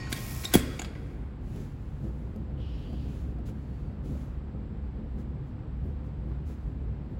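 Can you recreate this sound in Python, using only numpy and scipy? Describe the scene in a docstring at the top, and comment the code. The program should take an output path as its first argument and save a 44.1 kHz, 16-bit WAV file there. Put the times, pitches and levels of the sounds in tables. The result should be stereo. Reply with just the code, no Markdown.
"""Bench labelling machine in a workshop hall

The motor whines and a roller squeals while a label peels off its backing onto a plastic bottle.
The pressing arm lets go with a puff of air, a clack and a thump, and rattles at the top of its stroke.
Hands then lift and turn the bottle, rubbing and tapping over the hall's rumble; something hisses far off."""
import sys
import numpy as np
from scipy import signal
from scipy.fft import rfft, irfft, next_fast_len
from scipy.io import wavfile

SR = 44100
rng = np.random.default_rng(int(sys.argv[2]) if len(sys.argv) > 2 else 0)


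def unload_wav(signal):
    """Save mono or channel-first audio to the path in sys.argv[1] as 16-bit WAV at rate SR, clipped to [-1, 1]."""
    wavfile.write(
        sys.argv[1],
        SR,
        np.round(np.clip(np.atleast_2d(signal).T, -1, 1) * 32767).astype(np.int16),
    )


N = 317079
TIME = np.arange(N) / SR


def from_db(db):
    """Decibels to gain."""
    return 10 ** (np.asarray(db) / 20)


def rms_one(x):
    """Scale to rms 1."""
    return x / np.sqrt(np.mean(x ** 2) + 1e-20)


def at_hz(points, hz):
    """Read a table on a log-frequency axis."""
    freqs, values = np.transpose(points)
    return np.interp(np.log(np.maximum(hz, 1)), np.log(freqs), values)


def drift(rate_hz):
    """Random wander, rms 1."""
    knots = rng.standard_normal(int(N / SR * rate_hz) + 2)
    return rms_one(np.interp(TIME * rate_hz, np.arange(len(knots)), knots))


def envelope(start_s, rise_s, hold_s, release_s):
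    """Linear rise, hold, exponential release."""
    age = TIME - start_s
    return np.clip(age / rise_s, 0, 1) * np.exp(-np.maximum(age - rise_s - hold_s, 0) / release_s)


def fading(start_db, db_per_s, start_s=0):
    """Steadily sinking gain."""
    return from_db(start_db - db_per_s * np.maximum(TIME - start_s, 0))


# Width of diffuse sound. Each row: frequency in Hz, side minus mid in dB.
STEREO_WIDTH = [(30, -29), (60, -18.5), (110, -11), (200, -7), (380, -5), (700, 0.5), (1300, 0),
                (15000, -0.5)]

def colour(pair, spectrum):
    """Two unrelated signals become diffuse stereo with this spectrum, rms 1."""
    size = next_fast_len(pair.shape[1])
    hz = np.fft.rfftfreq(size, 1 / SR)
    mid, side = rfft(pair, size) * from_db(at_hz(spectrum, hz))
    width = from_db(at_hz(STEREO_WIDTH, hz))
    both = np.array([mid + width * side, mid - width * side]) / np.sqrt(1 + width ** 2)
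    return rms_one(irfft(both, size)[:, :pair.shape[1]])


def noise(spectrum):
    """Diffuse stereo noise."""
    return colour(rng.standard_normal((2, N)), spectrum)


def friction(spectrum, grain_db):
    """Countless tiny slips or snaps: a grainy hiss."""
    grains = rng.standard_normal((2, N)) * from_db(grain_db * drift(700))
    return colour(grains, spectrum)


def resonate(x, hz, width_hz):
    """Two-pole resonance, peak gain 1."""
    r = np.exp(-np.pi * width_hz / SR)
    poles = [1, -2 * r * np.cos(2 * np.pi * hz / SR), r * r]
    return signal.lfilter(np.array([1, 0, -1]) * (1 - r * r) / 2, poles, x + 1e-18)


def body(x, modes):
    """Parallel resonances with alternating signs."""
    return sum((-1) ** k * from_db(db) * resonate(x, hz, width)
               for k, (hz, width, db) in enumerate(modes))


def burst(start_s, decay_s):
    """Contact chatter: stereo noise that starts at once and decays."""
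    age = np.arange(SR // 5) / SR
    out, at = np.zeros((2, N)), int(start_s * SR)
    out[:, at:at + len(age)] = rng.standard_normal((2, len(age))) * np.exp(-age / decay_s)
    return out


def ring(blows, modes):
    """Each blow rings every mode with a slightly random strength."""
    out = np.zeros(N)
    starts_s, blows_db = np.transpose(blows)[:2]
    for hz, mode_db, t60_s in modes:
        clicks = np.zeros(N) + 1e-18
        clicks[(starts_s * SR).astype(int)] = from_db(blows_db + mode_db + rng.normal(0, 2, len(blows)))
        r, w = from_db(-60 / (t60_s * SR)), 2 * np.pi * hz / SR
        out += signal.lfilter([0, np.sin(w)], [1, -2 * r * np.cos(w), r * r], clicks)
    return out


def hum(lines, waver_db):
    """Low tones wandering in pitch and level."""
    out = 0
    for hz, wander_hz, line_db in lines:
        phase = 2 * np.pi * np.cumsum(hz + wander_hz * drift(25)) / SR
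        out += np.sqrt(2) * from_db(line_db + waver_db * drift(12)) * np.sin(phase)
    return out


def glide(pair, start_s, bend_per_s):
    """Bend the pitch exponentially for one second."""
    bent_s = np.cumsum(np.exp(bend_per_s * np.clip(TIME - start_s, 0, 1))) / SR
    return np.array([np.interp(bent_s, TIME, side) for side in pair])


def at_microphones(pair, scatter_db, lag_above_hz=6600, lag_s=0.000227):
    """The top octave reaches the left microphone late; short waves scatter off the machine."""
    size = next_fast_len(N + 1)
    excess_hz = np.maximum(np.fft.rfftfreq(size, 1 / SR) - lag_above_hz, 0)
    left = irfft(rfft(pair[0], size) * np.exp(-2j * np.pi * excess_hz * lag_s), size)[:N]
    scatter = from_db(scatter_db)
    scattered = scatter * signal.lfilter(*signal.butter(1, 1500, "high", fs=SR), pair[1] + 1e-18)
    return np.array([left + scattered, pair[0] - scattered]) / np.sqrt(1 + scatter ** 2)


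# Spectra of the rumble and its bumps. Each row: frequency in Hz, density in dB.
RUMBLE_SPECTRUM = [(15, -34), (28, -21.5), (42, 3), (65, -3), (80, -5), (98, -0.5), (140, -5.5),
                   (172, -7.5), (215, -10.5), (290, -15), (350, -17.5), (500, -22), (620, -26.5),
                   (900, -36.5), (1200, -57), (2000, -120)]
BUMP_SPECTRUM = [(25, -21), (60, 3.5), (140, 4), (280, -3), (450, -11), (700, -22.5), (1200, -55)]
# Rumble level curve and bump peaks. Each row: time in seconds, level in dB.
RUMBLE_LEVELS = [(1.7, -39), (3.1, -37), (5.2, -38.5), (6.8, -38)]
BUMPS = [(1.24, -44.5), (1.60, -35.5), (2.048, -35.5), (2.38, -40), (2.61, -41.5), (2.92, -41.5),
         (3.1, -39), (3.29, -39.5), (4.09, -34.5), (5.17, -40), (5.87, -36.5), (6.31, -41), (7.13, -41.5)]

def rumble(bump_width_s=0.057):
    """The hall's wavering rumble, with soft bumps while the bottle is handled."""
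    bed = from_db(np.interp(TIME, *np.transpose(RUMBLE_LEVELS)) + drift(9))
    bumps = sum(from_db(db) * np.exp(-((TIME - peak_s) / bump_width_s) ** 2) for peak_s, db in BUMPS)
    return bed * noise(RUMBLE_SPECTRUM) + bumps * noise(BUMP_SPECTRUM)


# Ventilation tones. Each row: frequency in Hz, wander in Hz, level in dB.
FAN_TONES = [(64.86, 4.95, -39.5), (141.2, 2.5, -47), (210.1, 1.5, -53.5), (246.7, 1.5, -55.5),
             (282.2, 2.5, -58), (297.6, 2, -63), (507, 2, -68.5)]
# The drone grows as the microphone is carried forward. Each row: time in seconds, gain in dB.
FAN_GAINS = [(1.8, -2), (3.5, -0.5), (6.0, 0.5), (7.1, -1)]
# Hall hiss. Each row: frequency in Hz, density in dB.
AIR_SPECTRUM = [(500, -9.5), (750, 3), (1000, 0), (1500, -4.5), (2000, -8.5), (3000, -14.5), (4800, -22.5),
                (6500, -35), (7800, -26.5), (9000, -43.5), (16000, -38)]

def hall_background(air_db=-57):
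    """Fans drone over the hall's rumble and faint hiss."""
    fans = from_db(np.interp(TIME, *np.transpose(FAN_GAINS))) * hum(FAN_TONES, waver_db=3)
    return rumble() + from_db(air_db) * noise(AIR_SPECTRUM) + fans


# Motor whine. Each row: frequency in Hz, level in dB.
WHINE_TONES = [(1071, -56.5), (1290, -63), (1879, -52), (2210, -63.5), (2326, -62.5), (2412, -55),
               (2890, -64), (3618, -63), (4834, -65.5), (5297, -63), (6035, -67.5), (6541, -68),
               (6826, -64), (7574, -67.5)]
# Roller rasp. Each row: frequency in Hz, width in Hz, gain in dB.
RASP_MODES = [(1860, 80, -0.5), (2440, 200, 4.5), (5340, 280, -5.5)]
# Roller rush. Each row: frequency in Hz, density in dB.
ROLLER_SPECTRUM = [(200, -5), (400, 3), (900, 3.5), (1500, -5.5), (2400, -0.5), (3300, -7), (4600, -10),
                   (6000, -14), (10000, -21.5), (16000, -35.5)]
# Drive hum. Each row: frequency in Hz, wander in Hz, level in dB.
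HUM_TONES = [(121.8, 7.6, -39.5), (248, 30, -49), (327, 17, -54.5)]

def drive(rush_db=-46, rasp_db=-55.5, waver_db=2.5, jitter_rad=0.3, stop_s=0.66, brake_s=0.012):
    """Motor and rollers run from the start, ease off, and brake once the arm has let go."""
    whine = np.zeros((2, N))
    for hz, line_db in WHINE_TONES:
        phase = 2 * np.pi * hz * TIME + jitter_rad * drift(50) + rng.uniform(0, 2 * np.pi, (2, 1))
        whine += np.sqrt(2) * from_db(line_db + waver_db * drift(25)) * np.sin(phase)
    grains = rng.standard_normal((2, N)) * from_db(4.14 * drift(77))
    rasp = from_db(rasp_db) * rms_one(body(grains, RASP_MODES))
    rush = from_db(rush_db) * noise(ROLLER_SPECTRUM)
    effort = fading(-1.55, db_per_s=9) * np.exp(-np.maximum(TIME - stop_s, 0) / brake_s)
    return effort * (whine + rush + rasp + hum(HUM_TONES, waver_db=0.5))


# Slipping roller. Each row: frequency in Hz, width in Hz, gain in dB.
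SLIP_MODES = [(4600, 260, 0.5), (4700, 260, -3.5)]

def roller_squeal(grip_s=0.09, release_s=0.027):
    """A roller slips with a narrow, sinking squeal until it grips the bottle."""
    tone = rms_one(body(rng.standard_normal((2, N)), SLIP_MODES))
    gain = fading(-51.5, db_per_s=42.5) * np.exp(-np.maximum(TIME - grip_s, 0) / release_s)
    return gain * glide(tone, 0, bend_per_s=-0.3)


# Contacts of label, rollers and arm. Each row: start in seconds, level in dB, decay in seconds,
# cutoff in Hz, ring frequency in Hz, ring gain in dB, frame gain in dB.
CLACKS = [(0.069, -45.5, 0.0087, 4000, 1476, 7.5, -6.5), (0.119, -36.5, 0.014, 8000, 2150, -8, -2),
          (0.1272, -21, 0.0036, 10000, 3566, -10, -3), (0.162, -39.5, 0.025, 6970, 3270, -8, -2),
          (0.436, -39.5, 0.029, 9000, 3984, -4.5, -1), (0.4464, -32.5, 0.005, 10980, 5400, -5, -1.5),
          (0.476, -44, 0.0035, 5920, 3987, 5.5, -2), (0.5365, -26.5, 0.006, 18300, 11100, -6, -2),
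          (0.5388, -16, 0.0046, 18000, 3353, -6, -0.5), (0.547, -25, 0.008, 18000, 7900, -5, -1),
          (0.5528, -20, 0.0033, 17100, 3300, -0.5, -2.5), (0.594, -39, 0.005, 8800, 7500, 3.5, -1),
          (0.792, -36, 0.003, 6030, 2200, 2, -7), (0.7948, -25.5, 0.0044, 4940, 6900, -5.5, -3),
          (0.8178, -28.5, 0.0042, 4500, 6750, -6, -4), (0.8462, -31.5, 0.0083, 4400, 7217, -18, -15),
          (0.952, -42.5, 0.013, 2600, 1960, -12, -9)]
# Aluminium frame. Each row: frequency in Hz, width in Hz, gain in dB.
FRAME_MODES = [(740, 70, 8), (1076, 19, 11.5), (1600, 51, 10), (1850, 120, 9.5), (2300, 500, 8),
               (3250, 70, 6), (3326, 60, 12.5), (3870, 60, 3), (4610, 50, 10.5), (5300, 230, -1.5),
               (8420, 300, 12.5), (8800, 86, -2), (10860, 930, 6), (13400, 270, -0.5), (14500, 900, 7.5)]

def clacks(crack_db=0.5):
    """Each contact cracks, rings the struck part and shakes the frame; softer ones are duller."""
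    direct, shaking = np.zeros((2, N)), np.zeros((2, N))
    for start_s, level_db, decay_s, cutoff_hz, ring_hz, ring_db, frame_db in CLACKS:
        hit = from_db(level_db) * burst(start_s, decay_s)
        force = signal.lfilter(*signal.butter(2, cutoff_hz, fs=SR), hit + 1e-18)
        width_hz = 200 * (ring_hz / 4000) ** 2  # higher modes are damped far more
        ringing = resonate(hit, ring_hz, width_hz) * np.sqrt(SR / (np.pi * width_hz))
        direct += from_db(crack_db) * force + from_db(ring_db) * ringing
        shaking += from_db(frame_db) * force
    return at_microphones(direct + body(shaking, FRAME_MODES), scatter_db=-3) * from_db([[0.3], [-0.3]])


# Peeling hiss. Each row: frequency in Hz, density in dB.
PEEL_SPECTRUM = [(500, -12.5), (1500, -6), (3000, -6.5), (5000, -2), (7200, -1), (9000, -5.5),
                 (11000, -0.5), (13200, -2), (15000, -3), (16000, -1)]

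def label_peel(start_s=0.091, rise_s=0.014, hold_s=0.4, base_db=-46.5, arch_db=4.5):
    """Glue threads snap as the label leaves its backing in one pull, loudest halfway."""
    progress = np.clip((TIME - start_s) / (rise_s + hold_s), 0, 1)
    arch = from_db(base_db + arch_db * np.sin(np.pi * progress))
    pull = envelope(start_s, rise_s, hold_s, release_s=0.0097)
    return pull * arch * friction(PEEL_SPECTRUM, grain_db=2.2)


# Blows of the arm on the side plates. Each row: start in seconds, level in dB.
ARM_BLOWS = [(0.126, -29.5), (0.449, -33), (0.5419, -16.5), (0.553, -5.5), (0.796, -30.5)]
# Housing. Each row: frequency in Hz, gain in dB, T60 in seconds.
HOUSING_MODES = [(44.87, -30, 0.64), (67, -25, 0.708), (113.1, -22, 0.47), (165, -28.5, .38),
                 (246, -24, 0.5), (290.4, -26, 0.36), (347, -27.5, 0.318), (440, -32.5, 0.31)]

def arm_thumps(start_hz=475, end_hz=38.8, sweep_s=0.0056, swell_s=0.0026):
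    """Higher bending waves travel faster, so each thump falls in pitch; the housing rings on."""
    out = ring(ARM_BLOWS, HOUSING_MODES)
    for start_s, peak_db in ARM_BLOWS:
        age = np.maximum(TIME - start_s, 0)
        cycles = end_hz * age + (start_hz - end_hz) * sweep_s * (1 - np.exp(-age / sweep_s))
        gain = from_db(peak_db) * age / swell_s * np.exp(1 - age / swell_s)
        out += gain * np.sin(2 * np.pi * cycles)
    return out


# Side plate. Each row: frequency in Hz, gain in dB, T60 in seconds.
PLATE_MODES = [(733, -13, 0.029), (680, -17.5, 0.04), (794.5, -29.5, 0.022)]

def plate_clang():
    """The arm's blows ring a side plate on the left."""
    return ring(ARM_BLOWS, PLATE_MODES) * from_db([[3.5], [-5]])


# Backing tape singing over its edge, then the piston seal rasping. Each row: start, rise and hold
# in seconds, frequency and width in Hz, relative pitch bend per second, level in dB.
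TAPE_AND_SEAL = [(.28, .04, .09, 6890, 260, .3, -62.5), (.59, 0.027, 0.084, 1474, 255.8, -1, -55.5)]

def squeaks(rows, flutter_db):
    """Noise excites narrow resonances that flutter and bend in pitch."""
    out = 0
    for start_s, rise_s, hold_s, hz, width_hz, bend_per_s, db in rows:
        band = resonate(rng.standard_normal((2, N)), hz, width_hz)
        tone = rms_one(resonate(band, hz, width_hz))
        gain = from_db(db + flutter_db * drift(35)) * envelope(start_s, rise_s, hold_s, release_s=0.049)
        out += gain * glide(tone, start_s, bend_per_s)
    return out


# Blow on the pin. Each row: start in seconds, level in dB.
PIN_BLOWS = [(0.4535, -21)]
# Steel pin. Each row: frequency in Hz, gain in dB, T60 in seconds.
PIN_MODES = [(3750, 0, .035), (5350, -14, .03), (7540, -12, 0.033)]

def pin_clink():
    """A steel pin rings as the label runs out."""
    return ring(PIN_BLOWS, PIN_MODES)


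# Escaping air. Each row: frequency in Hz, density in dB.
VENT_SPECTRUM = [(400, -12.5), (1500, 6.5), (5000, -3), (8000, -3.5), (12000, -12), (16000, -8.5)]

def air_vent(open_s=0.509, rise_s=0.034):
    """The cylinder puffs as its valve opens, then leaks while the arm swings up."""
    puff = from_db(-34) * envelope(open_s, rise_s, hold_s=0.02, release_s=0.025)
    leak = envelope(open_s, rise_s, hold_s=0.31, release_s=0.018)
    leak *= fading(-45, db_per_s=29.5, start_s=open_s)
    return np.hypot(puff, leak) * noise(VENT_SPECTRUM)


def strokes(rows, release_share=0.41):
    """Gain of a run of strokes; longer ones die more slowly, and overlaps add in power."""
    return np.sqrt(sum((from_db(db) * envelope(start, rise, hold, release_share * (rise + hold))) ** 2
                       for start, rise, hold, db in rows))


# Strokes on the bottle and of the sleeves. Each row: start, rise and hold in seconds, level in dB.
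BRUSH_STROKES = [(0.88, 0.11, 0.13, -77), (1.39, 0.2, 0.028, -66.5), (1.72, 0.11, 0.39, -78.5),
                 (2.02, .025, 0.034, -75.5), (2.62, 0.2, 0.29, -76), (3.0, 0.15, 0.053, -71.5),
                 (3.45, 0.016, 0.03, -65.5), (3.51, 0.04, 0.28, -80), (4.03, 0.025, 0.17, -70.5),
                 (5.17, 0.021, 0.022, -73.5), (5.43, 0.044, 0.02, -83), (5.8, .1, 0.57, -93),
                 (6.025, 0.022, 0.029, -82), (6.45, 0.021, 0.058, -71), (6.52, 0.034, 0.13, -82.5)]
SLEEVE_STROKES = [(4.2, .04, 0.12, -62.5), (5.57, 0.026, 0.044, -61), (6.28, 0.027, .05, -60)]
# Their spectra. Each row: frequency in Hz, density in dB.
BRUSH_SPECTRUM = [(400, 1.5), (1500, 7.5), (3500, 3), (5500, -0.5), (7500, 2), (9000, 3), (11000, -2.5),
                  (16000, -3)]
SLEEVE_SPECTRUM = [(300, -1), (1200, 5.5), (2500, -8), (5000, -21), (12000, -50)]

def rubbing():
    """Skin brushes the bottle; sleeves rustle."""
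    brushing = from_db(9) * strokes(BRUSH_STROKES) * friction(BRUSH_SPECTRUM, grain_db=0.5)
    rustling = strokes(SLEEVE_STROKES) * friction(SLEEVE_SPECTRUM, grain_db=3)
    return at_microphones(brushing, scatter_db=-4) + rustling


# Taps. Each row: start in seconds, body level in dB, tick level in dB, knock in Hz, knock level in dB.
FINGER_TAPS = [(1.561, -54.5, -50, 450, -56), (2.044, -41.5, -67, 380, -55), (2.069, -46, -77, 373, -40),
               (2.361, -44.5, -54.5, 450, -60), (2.585, -66, -72, 503, -40), (2.90, -50.5, -62, 670, -47),
               (2.931, -44.5, -56.5, 720, -46), (3.057, -46, -74, 402, -40), (3.15, -54.5, -73, 604, -47),
               (3.387, -47.5, -65, 708, -41.5), (3.491, -43, -61, 454, -54), (4.122, -46, -70, 720, -52),
               (4.153, -53.5, -60, 564, -39.5), (4.549, -46.5, -81, 446, -43.5),
               (4.605, -55, -82, 514, -46.5), (4.982, -44.5, -83, 400, -57), (5.189, -45, -73, 451, -54),
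               (6.271, -45.5, -75, 452, -55), (6.50, -46, -59, 445, -45)]
# Hollow bottle. Each row: frequency in Hz, gain in dB, T60 in seconds.
BOTTLE_MODES = [(216.7, 5.5, 0.35), (329.4, 0.5, 0.2), (421, -9.5, 0.091), (513, -9, 0.2),
                (670, -23, 0.081), (1284, -16, 0.075)]

def finger_taps(tick_decay_s=0.0029, knock_t60_s=0.045, cutoff_hz=1100):
    """A soft fingertip gives a tiny tick, a dull knock of the wall and a hollow note."""
    ticks = sum(from_db(db) * burst(start, tick_decay_s) for start, _, db, _, _ in FINGER_TAPS)
    knocks = sum(ring([(start, db)], [(hz, 0, knock_t60_s)]) for start, _, _, hz, db in FINGER_TAPS)
    hollow = ring(FINGER_TAPS, BOTTLE_MODES)
    softened = signal.lfilter(*signal.butter(2, cutoff_hz, fs=SR), hollow + knocks)
    return softened + at_microphones(ticks, scatter_db=-8)


# Surges of the far hiss. Each row: start, rise and hold in seconds, level in dB.
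FAR_SURGES = [(2.57, 0.04, 0.22, -61), (2.89, 0.11, 0.12, -63)]
# Its spectrum. Each row: frequency in Hz, density in dB.
FAR_SPECTRUM = [(1000, -27), (2000, -9), (2600, 11.5), (4000, 6), (5400, -3), (6200, -9), (12000, -22)]
# Its resonances. Each row: start, rise and hold in seconds, frequency and width in Hz,
# relative pitch bend per second, level in dB.
FAR_RESONANCES = [(2.55, 0.053, .15, 3100, 480, -0.18, -60.5), (2.60, 0.077, 0.36, 4580, 420, 0.05, -71),
                  (2.63, 0.052, 0.11, 5230, 420, 0.092, -72), (2.77, .04, 0.17, 2930, 480, .2, -62),
                  (3.55, 0.073, 0.29, 4430, 450, .03, -78)]

def far_hiss():
    """A thin, ringing hiss arrives from all sides of the hall."""
    return strokes(FAR_SURGES) * noise(FAR_SPECTRUM) + squeaks(FAR_RESONANCES, flutter_db=-1.5)


# Hall decay. Each row: frequency in Hz, T60 in seconds.
TAIL_T60 = [(100, 1.5), (400, 2.5), (1000, 2.5), (2500, 1.5), (5000, 0.5), (8000, 2), (15000, 0)]
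# Spectra of the tail and the early reflections. Each row: frequency in Hz, gain in dB.
TAIL_SPECTRUM = [(60, -5.5), (250, -9), (500, -3), (1000, -5), (2500, -3.5), (3300, -6.5), (5000, 2),
                 (8000, -25.5), (15000, -14.5)]
EARLY_SPECTRUM = [(100, -8.5), (500, -1), (1500, 1), (6000, -4.5), (15000, -6.5)]

def hall_echo(x, early_db=-11.5, early_decay_s=0.033, tail_db=-16):
    """Quick reflections off floor and machine, then a long tail that dies sooner in the treble."""
    age = np.arange(2 * SR) / SR
    edges_hz = np.geomspace(40, 18000, 14)
    tail = 0
    for low, high in zip(edges_hz, edges_hz[1:]):
        bandpass = signal.butter(2, [low, high], "band", fs=SR, output="sos")
        band = signal.sosfilt(bandpass, rng.standard_normal((2, len(age))))
        tail += band * from_db(-60 * age / at_hz(TAIL_T60, np.sqrt(low * high)))
    tail = colour(tail * (1 - np.exp(-age / 0.0032)), TAIL_SPECTRUM)
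    early = rng.standard_normal(tail.shape) * np.exp(-age / early_decay_s)
    early = colour(early * (1 - np.exp(-age / 0.0064)), EARLY_SPECTRUM)
    response = (from_db(early_db) * early + from_db(tail_db) * tail) / np.sqrt(len(age))
    return signal.fftconvolve(x, response, axes=1)[:, :N]


def scene():
    """Machine and taps echo in the hall; the plate's clang and the rubbing stay dry."""
    contacts = clacks()
    thumps = arm_thumps()
    clang = plate_clang()
    feed = drive() + roller_squeal() + label_peel() + squeaks(TAPE_AND_SEAL, flutter_db=4.5)
    bench = contacts + feed + pin_clink() + air_vent() + finger_taps()
    echo = hall_echo(bench + from_db(-3.5) * thumps)
    return bench + thumps + clang + echo + rubbing() + far_hiss() + hall_background()


def record(dry, low_cut_hz=11, high_cut_hz=15900):
    """The microphone loses the deepest bass; the top is cut steeply."""
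    dry = signal.sosfilt(signal.butter(4, low_cut_hz, "high", fs=SR, output="sos"), dry)
    return signal.sosfilt(signal.ellip(12, 0.1, 80, high_cut_hz, fs=SR, output="sos"), dry)


dry = scene()
out = record(dry)
unload_wav(out)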